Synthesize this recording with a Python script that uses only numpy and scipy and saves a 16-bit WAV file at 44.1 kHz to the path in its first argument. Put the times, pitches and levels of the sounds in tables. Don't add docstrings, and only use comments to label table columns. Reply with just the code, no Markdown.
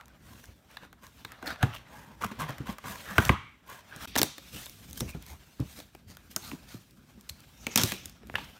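import sys
import numpy as np
from scipy import signal
from scipy.fft import rfft, irfft, next_fast_len
from scipy.io import wavfile
from scipy.ndimage import uniform_filter1d

SR = 44100
rng = np.random.default_rng(int(sys.argv[2]) if len(sys.argv) > 2 else 0)


def wav_record(signal):
    frames = np.transpose(np.atleast_2d(signal))
    bounded = np.clip(frames, -1, 1)
    quanta = np.round(bounded * 32767).astype(np.int16)
    wavfile.write(sys.argv[1], SR, quanta)


def elevation(decibels):
    levels = np.asarray(decibels, float)
    return 10 ** (levels / 20)


N = 378819

# centre [Hz], width [Hz], level [dB]
PANEL_MODES = [(620, 370, 8.5), (1080, 714, 10), (1415, 438, 11), (1636, 125, 11.5), (1900, 570, 2.5)]
# centre [Hz], width [Hz], level [dB]
GLOVE_MODES = [(2323, 960, 6.5), (3900, 1660, 4.5), (5800, 710, -0.5)]
# frequency [Hz], level [dB]
FILM_COLOUR = [(3000, -7.5), (4400, -6), (6000, -2.5), (8800, -6), (10500, -4), (12700, -5), (14700, -4),
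               (17000, -18)]
# start [s], end [s], level [dB]
LEVEL_DIP = (4.057, 4.074, -21.5)


def evened(x):
    return x / np.sqrt(np.mean(x ** 2) + 1e-20)


def read(points, hz):
    f, value = np.transpose(points)
    return np.interp(np.log(hz + 1), np.log(f + 1), value)


def add(mix, start_s, sound):
    part = mix[round(start_s * SR):][:len(sound)]
    part += sound[:len(part)]


def coloured(x, points):
    size = next_fast_len(len(x), True)
    hz = np.fft.rfftfreq(size, 1 / SR)
    inside = (hz > points[0][0]) & (hz < points[-1][0])
    return irfft(rfft(x, size) * elevation(read(points, hz)) * inside, size)[:len(x)]


def resonate(x, hz, width_hz):
    b, a = signal.iirpeak(np.clip(hz, 30, SR / 3), max(hz / width_hz, 0.3), SR)
    return signal.lfilter(b, a, x)


def body(x, modes):
    out = 0
    for k, (hz, width_hz, level_db) in enumerate(modes):
        out = out + (-1) ** k * elevation(level_db) * resonate(x, hz, width_hz)
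    return out


def slips(per_s, spread_db, smooth):
    size = elevation(spread_db * np.minimum(rng.exponential(1, N), 5))
    ticks = size * rng.standard_normal(N) * (rng.random(N) < per_s / SR)
    return evened(ticks) + smooth * rng.standard_normal(N)


def flipped(x):
    return x * rng.choice([-1., 1.], len(x))


def wander(seconds):
    span = max(round(seconds * SR), 2)
    return evened(uniform_filter1d(uniform_filter1d(rng.standard_normal(N), span), span))


def crease(x, hz, sharp, jolt):
    high = np.clip((hz - 900) / 2500, 0, 1)
    ring = resonate(resonate(x, hz, hz / sharp), hz, 0.35 * hz)
    panel = (0.81 * (1 - high) + jolt * high) * evened(body(x, PANEL_MODES))
    edge = (0.18 + 0.5 * high) * evened(body(x, GLOVE_MODES))
    return evened(evened(ring) + panel + edge)


def rubbing():
    # middle_s [s], reach_s [s], pressure_db [dB], lean_db from card to film [dB]
    rubs = [(0.0, 0.49, -69, -7), (.4, 0.21, -58.5, 3), (.75, 0.1, -58.5, -1), (1.21, 0.18, -60.5, 4.5),
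            (1.491, 0.08, -50.5, -8.5), (1.7, 0.31, -56.5, -5), (1.96, 0.26, -69, -11),
            (2.26, 0.058, -57, 7), (2.48, 0.31, -53, -4), (2.86, 0.018, -57.5, -13),
            (3.011, 0.18, -48.5, 2), (3.77, 0.14, -61, -2.5), (4.041, 0.19, -49.5, -1),
            (4.12, 0.27, -47, 41), (4.601, 0.22, -49.5, 7), (4.97, 0.21, -56.5, 6), (5.27, 1, -62, 3.5),
            (5.729, 0.15, -55.5, 5.5), (6.18, 0.14, -71, -1), (6.479, 0.24, -54, 2.5),
            (6.75, 0.2, -60, 8.5), (7.05, 0.26, -74, 5), (7.42, 0.56, -63, 3), (7.69, 0.18, -58, 3.5),
            (7.881, 0.13, -41.5, 17), (8.438, 0.21, -54, 1)]
    resting_db = (-70.5, -90.5, -77)
    t = np.arange(0, N + 64, 64) / SR
    middle_s, reach_s, pressure_db, lean_db = np.transpose(rubs)[:, :, None]
    swell_db = pressure_db - 14 * abs(t - middle_s) / np.maximum(reach_s, 0.02)
    swell_db -= 60 * ((middle_s < LEVEL_DIP[0]) != (t < LEVEL_DIP[0]))
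    card_db = -0.5 - lean_db
    glove_db = -1.64
    film_db = -3.5 + np.minimum(lean_db, 9.5 - 0.55 * lean_db)
    gains = []
    for surface_db, rest_db in zip((card_db, glove_db, film_db), resting_db):
        power = (elevation(swell_db + surface_db) ** 2).sum(0) + elevation(rest_db) ** 2
        gains.append(np.interp(np.arange(N) / SR, t, np.sqrt(power)))
    return gains


def handling(drags):
    # frequency [Hz], level [dB per Hz]
    boom_colour = [(15, -31.5), (25, -10), (49, 7), (83, 1.5), (237, 1), (325, -7), (600, -19), (900, -63)]
    # time_s [s], load_db [dB]
    hand_load = [(0, -67), (.3, -54.5), (.62, -60.5), (1.4, -61.5), (2.3, -55.5), (2.65, -51.5),
                 (2.9, -64.5), (3.6, -63), (4.27, -74), (4.4, -65), (4.88, -52), (5.3, -55.5), (5.45, -63),
                 (6.6, -56.5), (6.999, -58), (8.15, -59.5), (8.28, -50), (8.59, -56.5)]
    card, cloth, sheet = rubbing()
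    load = elevation(np.interp(np.arange(N) / SR, *np.transpose(hand_load)) - 1.5)
    load = load + 0.38 * cloth
    load = load + 0.38 * uniform_filter1d(abs(drags), round(0.03 * SR))
    grip = wander(0.019)
    fibres = slips(45, 3.0, smooth=0.01)
    contact = slips(1600, 2.5, smooth=3.2) + 0.18 * fibres
    boom = evened(coloured(rng.standard_normal(N), boom_colour)) * load * elevation(2.4 * wander(0.03))
    panel = evened(body(contact, PANEL_MODES)) * card * elevation(2.3 * grip)
    glove = evened(body(flipped(contact), GLOVE_MODES)) * cloth * elevation(1.85 * grip)
    film = evened(coloured(flipped(contact), FILM_COLOUR)) * sheet * elevation(grip + 1.1 * wander(0.03))
    return boom, panel + glove + film


def flexing(x, depth_db):
    z = signal.stft(x, nperseg=512, noverlap=384)[2]
    patches = uniform_filter1d(rng.standard_normal(z.shape), size=3, axis=0)
    patches = uniform_filter1d(patches, size=14, axis=1)
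    return signal.istft(z * elevation(depth_db * evened(patches)), nperseg=512, noverlap=384)[1][:N]


def releases():
    # start_s [s], crease_db peak [dB], film_db peak [dB], ring_hz [Hz], t60_s [s]
    cracks = [(0.77, -32.5, -42, 1690, 0.01), (1.248, -30.5, -38, 1600, 0.024),
              (1.6275, -15.5, -28, 1650, 0.046), (3.181, -6.5, -22.5, 1530, 0.027),
              (3.2935, -7.5, -28, 1144, 0.025), (4.1545, -16.5, -28, 2900, 0.022),
              (4.161, -15, -21, 1730, 0.034), (4.1745, -22, -33, 5000, .02), (4.177, -24, -18, 4000, 0.019),
              (4.181, -25, -18, 5800, .01), (4.1832, -14.5, -14, 5800, 0.014),
              (4.188, -16, -14, 5900, 0.015), (4.193, -19, -21, 3730, 0.012),
              (4.2158, -13, -10, 4500, 0.014), (4.2306, -15, -10.5, 3720, 0.013),
              (5.005, -20, -23.5, 5800, 0.032), (6.362, -27, -19.5, 6540, 0.022),
              (6.363, -29, -43, 1330, 0.035), (7.291, -43, -36, 4160, 0.046),
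              (7.2945, -37.5, -31.5, 4460, 0.05), (7.667, -18.5, -25.5, 2300, 0.021),
              (7.758, -14, -12.5, 6300, 0.031), (7.759, -18, -27, 2460, 0.032),
              (7.775, -19, -12, 3400, 0.027), (7.795, -20.5, -26.5, 3292, 0.031),
              (7.813, -23, -26, 3300, 0.03), (7.8348, -20, -14.5, 3900, 0.022),
              (7.9195, -19, -25, 2520, 0.025), (8.3545, -18.5, -35, 2780, 0.028)]
    # start_s [s], crease_db peak [dB], film_db peak [dB], ring_hz [Hz]
    pops = [(.01, -38.5, -50, 1570), (.081, -51, -50, 1680), (0.44, -42.5, -49, 1640),
            (.928, -43, -48.5, 1630), (1.319, -39, -41.5, 1700), (1.426, -33, -43.5, 1510),
            (1.5587, -35, -54, 1690), (1.749, -35, -37.5, 1210), (1.612, -37, -53, 1440),
            (2.211, -45, -53, 1060), (2.214, -31.5, -49, 1400), (2.263, -49, -40, 1080),
            (5.1475, -39, -56, 690), (2.403, -30, -32, 1270), (2.493, -33.5, -38, 620),
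            (2.505, -30, -40, 1620), (2.582, -37, -38.5, 1650), (2.67, -32, -44, 1590),
            (2.726, -44, -41, 1030), (2.783, -33.5, -39.5, 1170), (3.699, -44, -42, 1010),
            (4.381, -34.5, -37.5, 3600), (4.664, -33, -43, 3360), (5.801, -35, -40, 3530),
            (5.949, -43, -47, 2420), (6.169, -41, -41.5, 1607), (2.397, -31.5, -44, 1040),
            (0.769, -32, -61, 3580), (1.249, -30, -53, 3630), (1.475, -26, -44, 4370),
            (1.509, -37, -48, 1510), (8.232, -45.5, -66, 433), (2.428, -27.5, -49, 1020),
            (2.438, -32, -49, 1120), (2.84, -36.5, -51.5, 1090), (8.052, -52, -61, 1500),
            (7.714, -33, -52, 6000), (7.719, -43, -50, 6200), (7.728, -42, -46, 6800),
            (7.736, -45, -50, 6600), (2.2421, -30, -42, 1230), (2.245, -28, -30.5, 1070),
            (2.465, -34, -58, 965), (2.697, -41, -46, 1100), (3.187, -23, -42, 1600),
            (1.629, -21.5, -40, 766), (7.782, -15, -20, 3360), (8.382, -29.5, -53, 860)]
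    # start_s [s], film_db peak [dB]
    ticks = [(.057, -48.5), (0.456, -44.5), (0.713, -51), (1.067, -40), (3.252, -23), (3.962, -34.5),
             (4.199, -39), (4.659, -31.5), (4.696, -36.5), (4.9, -40), (4.91, -38.5), (4.9585, -42),
             (4.993, -40), (5.001, -30), (5.103, -42), (5.109, -42), (5.285, -47), (4.93, -32),
             (5.224, -41.5), (5.264, -35.5), (5.601, -39), (6.909, -50), (7.21, -44.5), (7.404, -42),
             (8.057, -28), (8.096, -39), (8.271, -44.5), (3.2835, -29), (8.445, -45), (8.487, -59)]
    pop_t60_s, tick_hz, tick_t60_s = 0.022, 3500, 0.011
    pop_rows = [(*row, pop_t60_s) for row in pops]
    tick_rows = [(start_s, film_db - 12.5, film_db, tick_hz, tick_t60_s) for start_s, film_db in ticks]
    return cracks + pop_rows + tick_rows


def snaps():
    out, blows, t = np.zeros(N), np.zeros(N), np.arange(2048) / SR
    tick = signal.unit_impulse(len(t), 64)
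    for start_s, crease_db, film_db, hz, t60_s in releases():
        splinters, crackle = rng.standard_normal((2, len(t)))
        decay_s = max(t60_s, 0.002)
        fade = elevation(-60 * t / decay_s) * np.minimum(t / 0.00082, 1) ** 2
        blow = signal.unit_impulse(len(t), 40) + splinters * fade / np.linalg.norm(fade)
        soft = signal.lfilter(*signal.butter(2, min(2.7 * hz, SR / 3), fs=SR), blow)
        ring = crease(soft, hz, sharp=5.4, jolt=0.66)
        ring = elevation(crease_db + 2.0) * ring / abs(ring).max()
        spray = coloured(crackle, FILM_COLOUR) * elevation(-110 * t / decay_s) * np.minimum(t / 0.00054, 1) ** 2
        spray = elevation(film_db + 6.0) * spray / abs(spray).max()
        add(out, start_s, ring + spray)
        bare_ring = ring.std() * crease(tick, hz, sharp=2.8, jolt=0.56)
        bare_spray = spray.std() * evened(coloured(tick, FILM_COLOUR))
        add(blows, start_s, bare_ring + bare_spray)
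    return out, blows


def scrapes():
    # start_s [s], length_s [s], crease_db [dB], film_db [dB], ring_hz [Hz]
    lid_drags = [(0.216, 0.22, -62.5, -65, 1070), (0.805, 0.08, -54.5, -67, 1600),
                 (1.008, 0.11, -57, -62, 1060), (1.272, 0.13, -55.5, -82, 1700),
                 (1.412, 0.057, -50.5, -67, 680), (1.457, 0.043, -43.5, -46.5, 1750),
                 (1.483, 0.077, -46, -56, 1590), (1.604, 0.058, -41, -60, 1470),
                 (1.723, 0.075, -50.5, -56, 2700), (1.852, 0.36, -55, -63.5, 910),
                 (2.205, 0.066, -41.5, -51, 1000), (2.24, 0.015, -35.5, -48, 1210),
                 (2.31, 0.025, -45.5, -57.5, 1000), (2.382, 0.077, -39, -47.5, 1110),
                 (2.475, 0.04, -43, -57, 1080), (2.653, 0.1, -44, -54, 1080),
                 (2.838, 0.17, -44.5, -48, 1080), (3.022, 0.21, -45, -55, 1670),
                 (3.15, 0.2, -40, -45.5, 1650), (3.653, 0.18, -50.5, -56.5, 1056),
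                 (3.896, 0.12, -53.5, -80, 1600)]
    # start_s [s], length_s [s], crease_db [dB], film_db [dB], ring_hz [Hz]
    peels = [(3.988, 0.14, -57, -51, 2970), (4.513, 0.12, -50, -49.5, 2740),
             (4.968, 0.032, -57.5, -43.5, 1760), (5.07, 0.051, -50, -52, 2280),
             (5.25, 0.13, -58.5, -57, 2130), (5.736, 0.12, -54, -54.5, 3900),
             (6.064, 0.11, -59.5, -60.5, 4440), (6.298, 0.057, -59.5, -55, 2720),
             (6.403, 0.17, -55, -52, 3900), (6.664, 0.14, -56, -59, 4260), (7.56, 0.64, -53.5, -66, 5800.0),
             (7.762, 0.082, -33, -41, 5560), (7.789, 0.19, -48, -41.5, 4570),
             (8.35, 0.091, -47.5, -61, 2480)]
    out = np.zeros(N)
    contact, grip = slips(3000, 2.8, smooth=1.0), elevation(2 * wander(0.004))
    film_contact = flipped(contact)
    for start_s, length_s, crease_db, film_db, hz in lid_drags + peels:
        span = slice(round(start_s * SR), round((start_s + max(length_s, 0.01)) * SR))
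        u = np.linspace(0, 1, len(contact[span]))
        stroke = evened(np.minimum(u / 0.28, 1) * np.minimum((1 - u) / 0.57, 1) * grip[span])
        card = elevation(crease_db) * crease(contact[span], hz, sharp=3.46, jolt=0.65)
        film = elevation(film_db) * evened(coloured(film_contact[span], FILM_COLOUR))
        add(out, start_s, stroke * (card + film))
    return out


def thumps():
    # start_s [s], level_db peak [dB], pitch_hz [Hz], swing_s [s]
    flexes = [(0.488, -41, 72.5, 0.0038), (1.43, -32, 262, 0.0027), (1.4735, -38, 294, 0.0083),
              (1.634, -15, 121, 0.0097), (2.247, -34, 210, 0.014), (2.3144, -35, 222, 0.0093),
              (2.4146, -36, 155, 0.04), (2.495, -31.5, 142, 0.013), (2.6033, -29.5, 135, 0.0075),
              (2.255, -35, 110, 0.0086), (2.691, -29, 215, 0.01), (2.896, -39.5, 190, .016),
              (3.112, -40.5, 197, 0.025), (3.1887, -15, 102, 0.0071), (3.298, -13, 99.5, 0.0055),
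              (3.961, -39.5, 133, 0.0078), (5.015, -35.5, 50, 0.014), (5.017, -29, 127, 0.014),
              (5.06, -33, 70, 0.01), (5.173, -42, 54.5, 0.033), (5.306, -43, 70.4, 0.021),
              (5.379, -54, 57.8, .015), (5.608, -36.5, 55.2, .02), (5.62, -35.5, 149, 0.016),
              (7.837, -21.5, 103.8, 0.01), (5.031, -32, 189, 0.0078), (5.6024, -23.5, 119, 0.007),
              (5.596, -32, 261, 0.01), (5.006, -32, 239, 0.015), (6.536, -37.5, 151, 0.0084),
              (6.743, -42, 118, 0.019), (5.787, -40.5, 304, 0.003), (6.066, -48, 81.5, 0.013),
              (6.752, -43, 169, 0.0082), (7.176, -43, 203, 0.008), (7.306, -44, 86, 0.014),
              (7.776, -29.5, 239, 0.019), (8.058, -41.5, 76.6, 0.0044), (8.341, -41, 90, 0.0079)]
    # start_s [s], level_db peak [dB], pitch_hz [Hz]
    knocks = [(.828, -43, 177), (1.251, -40.5, 111), (4.163, -22, 252), (4.215, -21.5, 322),
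              (4.196, -31, 130.2), (4.232, -24, 148.4), (4.38, -42.5, 293), (4.547, -39.5, 103),
              (5.009, -28, 285), (5.148, -28, 151), (5.948, -51, 245), (6.365, -34.5, 201),
              (6.545, -44.5, 230), (7.6684, -27.5, 231.5), (7.7604, -22, 208), (7.836, -27, 182),
              (7.923, -28.5, 194)]
    knock_swing_s = 0.0042
    out, t = np.zeros(N), np.arange(8192) / SR
    dull = signal.butter(3, 430, fs=SR)
    for start_s, level_db, hz, swing_s in flexes + [(*row, knock_swing_s) for row in knocks]:
        noise = rng.standard_normal(len(t))
        swing = np.exp(-(t / max(swing_s, 0.003)) ** 2 / 2) + 0.29 * elevation(-60 * t / 0.14)
        knock = evened(signal.lfilter(*dull, resonate(noise, 260, 420))) * elevation(-60 * t / 0.045)
        wobble = evened(resonate(noise, 1.81 * hz, 79)) * elevation(-60 * t / 0.16)
        walls = np.sin(2 * np.pi * hz * t) * swing
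        walls = walls + 0.6 * min(0.005 / swing_s, 1) * knock + 0.25 * wobble
        add(out, start_s, elevation(level_db) * walls * np.minimum(t / 0.0022, 1))
    return out


def singing():
    # start_s [s], length_s [s], level_db [dB], pitch_hz [Hz], width_hz [Hz]
    sung_notes = [(.78, .1, -69, 1600, 120), (1.452, 0.037, -44, 1600, 200),
                  (1.49, 0.049, -45.5, 1560, 300), (1.467, 0.015, -41.5, 4280, 900),
                  (1.485, 0.06, -48.5, 3950, 1200), (2.235, 0.0079, -30.5, 1290, 302),
                  (3.184, 0.033, -35, 1010, 200), (3.3, 0.087, -41, 1100, 190),
                  (3.317, 0.28, -58, 2210, 160), (3.92, 0.021, -51, 1580, 100),
                  (3.968, 0.05, -63, 1630, 100), (4.026, 0.049, -58, 1100, 120),
                  (4.178, 0.024, -33.5, 840, 120), (5.089, 0.023, -57, 2330, 120),
                  (5.118, .035, -57, 2460, 149), (5.268, 0.12, -60.5, 940, 298),
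                  (6.418, 0.092, -55, 4240, 200), (6.45, 0.089, -58, 1340, 150),
                  (7.59, 0.083, -60, 6400, 700), (7.696, .055, -53, 6400, 900)]
    out, noise = np.zeros(N), rng.standard_normal(N)
    for start_s, length_s, level_db, hz, width_hz in sung_notes:
        part = noise[round(start_s * SR):round((start_s + max(length_s, 0.01)) * SR)]
        u = np.linspace(0, 1, len(part))
        shape = np.minimum(u / 0.44, 1) * np.minimum((1 - u) / 0.74, 1)
        tone = resonate(resonate(part, hz, width_hz), hz, 2 * width_hz)
        add(out, start_s, elevation(level_db) * evened(shape * tone))
    return out


def taps():
    # start_s [s], level_db peak [dB], pitch_hz [Hz], ring length [cycles]
    hard_yields = [(1.7304, -35, 3000, 1.3), (1.7369, -31, 2800, 1.6), (1.7497, -31, 3500, 1.4),
                   (1.7632, -34, 3200, 1.2), (1.7675, -31, 2800, 0.97), (1.7712, -37, 3000, 0.92),
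                   (2.4925, -32, 885, 0.86), (3.1862, -14.5, 400, 0.78), (3.261, -27, 125, 2.2),
                   (3.2932, -8, 2310, 2.8), (4.1555, -31, 414, 1.4), (4.1645, -18, 804, 1.2),
                   (4.1835, -22, 4500, 1.4), (4.1887, -17, 4200, 1.5), (4.1934, -19, 3700, 1.4),
                   (4.976, -44, 1560, 5.5), (5.5965, -37.5, 1096, 1.1), (5.9505, -40.5, 760, 1.06),
                   (5.9525, -39.5, 296, 0.58), (6.5155, -27.5, 2510, 0.91), (6.5172, -32.5, 1010, 0.97),
                   (7.2957, -22.5, 4160, 4.8), (7.294, -38, 2280, 4.9), (7.7591, -8, 6100, 3),
                   (7.7595, -13.5, 2540, 3.9), (7.7756, -9, 3400, 3.5), (7.8353, -6.5, 4200, 1.5),
                   (7.8372, -20, 236, 0.9), (8.2986, -27, 1900, 0.42), (8.299, -33.5, 710, 0.85),
                   (8.3412, -29, 1500, .9), (8.342, -30.5, 504, 0.45), (8.351, -32, 1700, 1.8),
                   (8.352, -42, 496, 0.59), (8.3545, -17, 1725, 3.9), (0.9277, -53, 750, 2.9),
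                   (1.489, -36, 3000, 1), (2.2652, -36.5, 2100, 1.4), (2.3047, -37, 1150, 2.2),
                   (3.2514, -24.5, 3000, 1.8), (4.2, -26.5, 298, 1.8), (4.2157, -22, 930, 0.66),
                   (4.231, -20, 703, 0.59), (6.3635, -35, 660, 3.1), (6.519, -38, 280, 1.1),
                   (6.5327, -30, 267, 1.5), (6.7453, -31.5, 240, 0.75), (7.778, -27, 953, 9.),
                   (7.9206, -23, 2370, 1.8), (6.3624, -13, 6600, 2.7)]
    out, t = np.zeros(N), np.arange(4096) / SR
    for start_s, level_db, hz, cycles in hard_yields:
        envelope = (1 - np.exp(-3.0 * hz * t)) * np.exp(-hz * t / max(cycles, 0.3))
        pull = -np.sin(2 * np.pi * hz * t) * envelope
        edge = np.diff(np.exp(-9.0 * hz * t), prepend=0)
        add(out, start_s, elevation(level_db) * (pull / abs(pull).max() - 0.3 * edge))
    return out + 0.18 * body(out, GLOVE_MODES)


def hollow():
    # centre [Hz], width [Hz], level [dB]
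    air_modes = [(1130, 260, 0), (2100, 220, 0), (3100, 400, -7)]
    out, t = np.zeros(N), np.arange(SR // 2) / SR
    air = evened(body(rng.standard_normal(N + len(t)), air_modes))
    for start_s, crease_db, _, hz, _ in releases():
        if hz < 1250:
            fade = elevation(crease_db - 29.0 - 60 * t / 0.55) * np.minimum(t / 0.0066, 1)
            add(out, start_s, fade * air[round(start_s * SR):][:len(t)])
    return out


def room(x):
    # frequency [Hz], t60_s [s]
    decay = [(100, 0.34), (500, 0.08), (1100, 0.37), (1600, 0.45), (2100, 0.37), (3300, 0.62), (6000, 0.45),
             (14000, 0.2)]
    # frequency [Hz], level [dB]
    tail_colour = [(100, -0.5), (650, -3), (1100, 1), (1600, -10.5), (2100, -3.5), (2700, -4.5), (5000, -7),
                   (14000, -3)]
    at = np.arange(200, SR - 20, 20) + rng.integers(0, 20, (3, (SR - 201) // 20))
    echoes = np.zeros((3, SR))
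    np.put_along_axis(echoes, at, rng.choice([-1., 1.], at.shape), 1)
    hz, t, z = signal.stft(echoes, SR, nperseg=256)
    fade_db = read(tail_colour, hz)[:, None] - 60 * t / read(decay, hz)[:, None]
    tails = signal.istft(z * elevation(fade_db), SR, nperseg=256)[1]
    phase = 7 * np.arange(N) / SR + np.arange(3)[:, None] / 3
    turn = np.cos(2 * np.pi * phase) * np.sqrt(2 / 3)
    return signal.fftconvolve(x * turn, tails / np.linalg.norm(tails[0]), axes=1)[:, :N].sum(0)


def scene():
    cracks, blows = snaps()
    drags = scrapes() + singing()
    knocks = thumps()
    boom, rub = handling(drags)
    rustle = flexing(drags + rub, depth_db=2.3)
    yields = taps()
    answer = elevation(-13.5) * room(blows + knocks + 0.8 * drags + 0.61 * yields)
    return (cracks + yields + knocks + boom + rustle + hollow() + answer)[None]


def top_cut(x):
    return signal.sosfilt(signal.butter(12, 17000, fs=SR, output="sos"), x)


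def record(dry):
    # frequency [Hz], level [dB]
    port_colour = [(20, -30), (60, 2), (120, -0.5), (9500, -2), (10600, -7.5), (11800, -2.5), (16800, -3)]
    top_hz = 15850
    t = np.arange(N) / SR
    start_s, end_s, level_db = LEVEL_DIP
    gap = uniform_filter1d(1. * ((t > start_s) & (t < end_s)), size=60)
    hiss = elevation(-79.5) * evened(resonate(rng.standard_normal(N), 1500, 4600))
    x = coloured(dry[0] + hiss, port_colour) * elevation(level_db * gap)
    lowpass = signal.firwin(801, top_hz, window=("kaiser", 8), fs=SR)
    top = x - signal.oaconvolve(x, lowpass, "same")
    attack = uniform_filter1d(top ** 2, size=60) > 14 * uniform_filter1d(top ** 2, size=3000)
    opening = uniform_filter1d(uniform_filter1d(1. * attack, size=120), size=120)
    opening = np.minimum(opening * 2, 1)
    return top_cut((x - top * (1 - opening))[None])


dry = scene()
out = record(dry)
wav_record(out)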